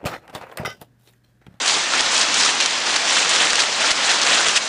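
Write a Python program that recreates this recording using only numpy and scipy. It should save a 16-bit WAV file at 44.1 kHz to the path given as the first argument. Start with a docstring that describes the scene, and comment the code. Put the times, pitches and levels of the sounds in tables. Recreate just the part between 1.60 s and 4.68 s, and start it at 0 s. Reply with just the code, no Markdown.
"""Power loom in a workshop

Heard close up in mono in a hard-walled weaving workshop: over four times a second heddles and linkages
surge into a dense metallic rattle, made of random contacts and a noise wash in 33 bands.
Picker and shuttle knock sharply and wood clacks: short noise bursts with a room tail. The batten's beat
thumps the frame (decaying sines); other looms keep up a steady din (banded, flickering noise).
"""
import sys
import numpy as np
from scipy import signal
from scipy.io import wavfile
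from scipy.ndimage import uniform_filter1d

SR = 44100
rng = np.random.default_rng(int(sys.argv[2]) if len(sys.argv) > 2 else 0)


def inscribe(sig):
    """Save sig as 16-bit PCM at rate SR to the path in sys.argv[1].

    A 1-D sig is mono; a 2-D sig holds one channel per row.
    Samples are clipped to [-1, 1] before scaling.
    """
    pcm = np.round(np.clip(np.atleast_2d(sig).T, -1, 1) * 32767)
    wavfile.write(sys.argv[1], SR, pcm.astype(np.int16))


N = 135828
T = np.arange(N) / SR

# Din spectrum, relative: hz, density_db_per_hz
DIN_SPECTRUM = [(25, -15), (55, -26.5), (85, -19), (130, -13), (190, -7.5), (265, -2.5), (350, -4),
                (650, 1.5), (1000, 3.5), (1650, 1), (2200, 2), (3200, 2), (5000, -1), (7000, -4.5),
                (10000, -24.5)]
# Din level over time, relative to DIN_DB: time_s, level_db
DIN_LEVEL = [(0, -1), (.18, 0.7), (.26, -2.2), (.42, 1.2), (.95, 0), (1.19, -2.5), (1.4, 0.1), (1.65, 1.5),
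             (2.12, -1.5), (2.4, .5), (2.95, .5), (3.08, -5)]
# Frame thumps: start_s, level_db (added to the mode level)
THUMPS = [(.337, -50), (.408, -38), (0.613, -47), (0.809, -47), (1.001, -52), (1.06, -48), (1.363, -43),
          (1.566, -52), (1.762, -49), (1.932, -41), (2.315, -32), (2.885, -39), (2.97, -43)]
# Frame modes: pitch_hz, relative_level_db, t60_s
FRAME_MODES = [(26, -7, .08), (60, -1, .04), (115, -3, .03), (180, 4, .03)]
# Sharp knocks: start_s, level_db (before KNOCK_DB), tilt_db_per_octave, amplitude_decay_s (time constant)
KNOCKS = [(.0595, -14, 0, 0.0051), (.079, -9, 0, .003), (0.0964, -13, -4, 0.0024),
          (0.336, -11, -7.5, 0.0035), (.4076, -3.5, 3, 0.0013), (.579, -10, 1, .002),
          (.6135, -9, 2, 0.0046), (.7415, -10, 2.5, 0.0054), (.808, -9, 0, .003), (.859, -13, 5, 0.0024),
          (1.002, -9.5, -2.5, 0.0043), (1.009, -9, 5, .002), (1.0515, -15.5, -4, .003),
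          (1.0594, -5, 0, 0.0035), (1.3615, -7.5, 3, 0.0068), (1.5675, -11.5, -5.5, 0.0071),
          (1.692, -12, 15, .004), (1.761, -11, 0, 0.0026), (1.9042, -16, .5, 0.0045),
          (1.9319, -4, -2, 0.0017), (1.9548, -6.5, 1, .003), (2.001, -11.5, -1, .005),
          (2.021, -20, -9, 0.0014), (2.3065, -7, 6, 0.0018), (2.3147, -4.5, 0.5, 0.0047),
          (2.5146, -12, -1, 0.0059), (2.615, -12, -2, .004), (2.869, -17, -5, .003), (2.884, -4, 1, 0.0024),
          (2.957, -15.5, -6, .003), (2.966, -6.5, 3, 0.0063)]
# Knock spectrum, relative: hz, density_db_per_hz
KNOCK_SPECTRUM = [(100, -22.5), (500, -10), (1000, -7), (1800, 9), (3500, 4.5), (6000, 10.5), (8000, -9),
                  (10000, -21.5)]
# Dull clacks of wooden parts: start_s, level_db
CLACKS = [(.404, -18), (.643, -27), (0.786, -21), (1.054, -23), (1.271, -16), (1.362, -14), (1.828, -13),
          (2.207, -17), (2.244, -16.5), (2.303, -21), (2.857, -20)]
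# Wood spectrum, relative: hz, density_db_per_hz
WOOD_SPECTRUM = [(120, -25.5), (450, -15), (750, -7), (1300, 3.5), (2000, 0), (4000, -18), (10000, -25)]
# Rattle surges: start_s, rise_s, hold_s, release_s (time constant), relative_level_db, tilt_db_per_octave
SURGES = [(0.056, 0.025, .025, 0.052, -19.5, 1.8), (0.287, 0.049, 0.072, 0.054, -20, -1.4),
          (0.491, 0.048, 0.07, .05, -18, 0.3), (0.728, 0.071, .065, 0.076, -17.5, -0.2),
          (1.002, 0.0056, 0.063, 0.033, -22, -0.5), (1.223, 0.053, 0.066, 0.062, -22, -1.5),
          (1.415, 0.098, 0.071, 0.11, -18.5, 0), (1.685, 0.013, 0.15, 0.13, -18, -1.5),
          (1.967, 0.03, .02, 0.022, -16.5, 0), (2.191, 0.01, 0.13, 0.0065, -20, -2.3),
          (2.369, .125, 0.037, 0.073, -18, -1.6), (2.612, .004, 0.011, 0.061, -21, .6),
          (2.63, 0.047, 0.12, 0.069, -17, -1.7), (2.854, .006, 0.038, 0.047, -21, 0),
          (2.947, 0.017, 0.013, 0.0084, -12.5, 0.9)]
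# Rattle spectrum, relative: hz, density_db_per_hz
RATTLE_SPECTRUM = [(100, -35.5), (250, -14), (450, -11), (680, -4.5), (950, -8.5), (1300, -2), (1750, 1),
                   (2100, -3.5), (2750, 1.5), (3600, 1), (4500, 0), (6300, -2), (8000, -4.5),
                   (10000, -23.5)]
# Groups of parts, large to small, clashing independently: centre_hz
GROUP_HZ = np.array([900, 2600, 5000, 8500])

EDGES_HZ = np.geomspace(20, 11500, 34)
CENTRES_HZ = np.sqrt(EDGES_HZ[1:] * EDGES_HZ[:-1])
TILT_PIVOT_HZ = 2800

DIN_DB, DIN_FLICKER_DB, DIN_FLICKER_HZ = -23, 1.48, 30.15
KNOCK_DB, CLACK_DECAY_S = -1.5, 0.0066
ROOM_TAIL_DB, ROOM_T60_S = -23, 0.53   # tail start relative to the blow
RATTLE_DIRECT_DB, RATTLE_WASH_DB = -3.5, -3
RATTLE_IDLE_DB = -26   # left between surges
CONTACTS_PER_S, CONTACT_SPREAD_DB = 1200, 3
CONTACT_TILT_DB_PER_OCTAVE = 2   # largest tilt either way
CLASHES_PER_S, CLASH_POWER_DECAY_S, CLASH_DEPTH = 100, 0.0058, 1.6
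LIMIT_DB, LIMIT_RELEASE_DB_PER_S, LIMIT_RANGE_DB = -11.5, 87, 5.5
ROUNDING_PEAK, CUTOFF_HZ = .7, 10083


def from_db(db):
    """Decibels to amplitude gain."""
    return 10 ** (np.asarray(db) / 20)


def rms_one(x):
    """Scale to unit rms."""
    return x / np.sqrt(np.mean(x ** 2) + 1e-20)


def drift(rate_hz):
    """Random knots joined by lines, unit rms."""
    knots = rng.standard_normal(1000)
    return rms_one(np.interp(T * rate_hz, np.arange(len(knots)), knots))


def octaves(hz):
    """Distance from the tilt pivot, at most two octaves."""
    return np.clip(np.log2(hz / TILT_PIVOT_HZ), -2, 2)


def band(x, k, count=1):
    """Band-pass over count bands from the k-th; scaled so that white noise keeps its rms."""
    low, high = EDGES_HZ[k], EDGES_HZ[k + count]
    sos = signal.butter(2, [low, high], "band", fs=SR, output="sos")
    return signal.sosfilt(sos, x + 1e-18) * np.sqrt(SR / 2 / (high - low))


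def band_gains(spectrum, tilt=0):
    """Gain of each band for a density spectrum tilted about the pivot; total power 1."""
    hz, db = np.transpose(spectrum)
    density_db = np.interp(np.log(CENTRES_HZ), np.log(hz), db) + tilt * octaves(CENTRES_HZ)
    gain = from_db(density_db) * np.sqrt(np.diff(EDGES_HZ))
    return gain / np.linalg.norm(gain)


def din():
    """Other looms blurred by the room: noise bands that flicker independently."""
    roar = np.zeros(N)
    for k, gain in enumerate(band_gains(DIN_SPECTRUM)):
        flicker = from_db(DIN_FLICKER_DB * drift(DIN_FLICKER_HZ))
        roar += gain * band(rng.standard_normal(N), k) * flicker
    return roar * from_db(DIN_DB + np.interp(T, *np.transpose(DIN_LEVEL)))


def thumps():
    """Heavy blows push the frame; its low modes die at once."""
    out = np.zeros(N)
    for start_s, db in THUMPS:
        start = int(start_s * SR)
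        age = T[:min(N - start, SR // 4)]
        for hz, mode_db, t60_s in FRAME_MODES:
            envelope = from_db(db + mode_db - 60 * age / t60_s)
            out[start:start + len(age)] += envelope * np.sin(2 * np.pi * hz * age)
    return out


def blows(rows, spectrum, count=3):
    """Hard blows: a crack of a few milliseconds in wide bands, then the room's tail."""
    power = np.zeros((len(CENTRES_HZ), N))
    for start_s, db, tilt, decay_s in rows:
        start = int(start_s * SR)
        age = T[:min(N - start, SR // 3)]
        crack = np.exp(-2 * age / decay_s)
        tail = from_db(ROOM_TAIL_DB - 60 * age / ROOM_T60_S) ** 2
        band_power = (from_db(db) * band_gains(spectrum, tilt)) ** 2
        power[:, start:start + len(age)] += np.outer(band_power, crack + tail)
    out = np.zeros(N)
    for k in range(0, len(CENTRES_HZ), count):
        envelope = np.sqrt(power[k:k + count].sum(axis=0))
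        out += band(envelope * rng.choice([-1, 1], N), k, count)
    return out


def knocks():
    """Bright knocks of picker and shuttle."""
    return from_db(KNOCK_DB) * blows(KNOCKS, KNOCK_SPECTRUM)


def clacks():
    """Duller clacks of wooden parts, all with one decay and no tilt."""
    rows = [(start_s, db, 0, CLACK_DECAY_S) for start_s, db in CLACKS]
    return blows(rows, WOOD_SPECTRUM)


def clashes():
    """Parts meeting in bunches: power jumps at each clash and decays; mean power 1."""
    hits = (rng.random(N) < CLASHES_PER_S / SR) * rng.uniform(.5, 1, N)
    power = signal.lfilter([1], [1, -np.exp(-1 / (CLASH_POWER_DECAY_S * SR))], hits)
    return rms_one(np.sqrt(1 + CLASH_DEPTH * power / power.mean()))


def surge_levels():
    """Amplitude of every band over time: powers of the surges plus the idle rattle."""
    swells, colours = [], []
    for start_s, rise_s, hold_s, release_s, db, tilt in SURGES:
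        rise = np.clip((T - start_s) / rise_s, 0, 1)
        release = np.exp(-np.maximum(T - start_s - rise_s - hold_s, 0) / release_s)
        swells.append(rise * release)
        colours.append(from_db(db) * band_gains(RATTLE_SPECTRUM, tilt))
    idle = from_db(RATTLE_IDLE_DB) * band_gains(RATTLE_SPECTRUM)
    return np.sqrt(np.array(colours).T ** 2 @ np.array(swells) ** 2 + idle[:, None] ** 2)


def rattle():
    """Small contacts ring the metal parts (bands) briefly; the room smears them into a noise wash."""
    strength_db = CONTACT_SPREAD_DB * np.minimum(rng.exponential(1, N), 2)
    contacts = (rng.random(N) < CONTACTS_PER_S / SR) * from_db(strength_db)
    tilts = CONTACT_TILT_DB_PER_OCTAVE * rng.uniform(-1, 1, N)
    groups = [clashes() for _ in GROUP_HZ]
    out = np.zeros(N)
    for k, level in enumerate(surge_levels()):
        centre_hz = CENTRES_HZ[k]
        nearest = np.argmin(np.abs(np.log(GROUP_HZ / centre_hz)))
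        pulses = contacts * from_db(tilts * octaves(centre_hz)) * rng.uniform(-1.3, 1, N)
        direct = from_db(RATTLE_DIRECT_DB) * rms_one(pulses)
        wash = from_db(RATTLE_WASH_DB) * rng.standard_normal(N)
        out += band((direct + wash) * level * groups[nearest], k)
    return out


def scene():
    """Workshop and loom, the same in both channels."""
    mono = din() + thumps() + clacks() + knocks() + rattle()
    return np.tile(mono, (2, 1))


def record(dry):
    """Limiter ducks loud moments and recovers at a steady dB rate; peaks rounded, top cut steeply."""
    window = 88   # samples, 2 ms
    level_db = 10 * np.log10(np.abs(uniform_filter1d(dry[0] ** 2, size=window)) + 1e-12)
    excess_db = np.clip(level_db - LIMIT_DB, 0, LIMIT_RANGE_DB)
    # running maximum on a rising ramp = instant attack, linear release
    ramp_db = LIMIT_RELEASE_DB_PER_S * T
    held_db = np.maximum.accumulate(excess_db + ramp_db) - ramp_db
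    ducked = dry * from_db(-uniform_filter1d(held_db, size=window))
    rounded = ducked / (1 + (ducked / ROUNDING_PEAK) ** 6) ** (1 / 6)
    low_pass = signal.ellip(14, .1, 80, CUTOFF_HZ, fs=SR, output="sos")
    return signal.sosfilt(low_pass, rounded)


dry = scene()
out = record(dry)
inscribe(out)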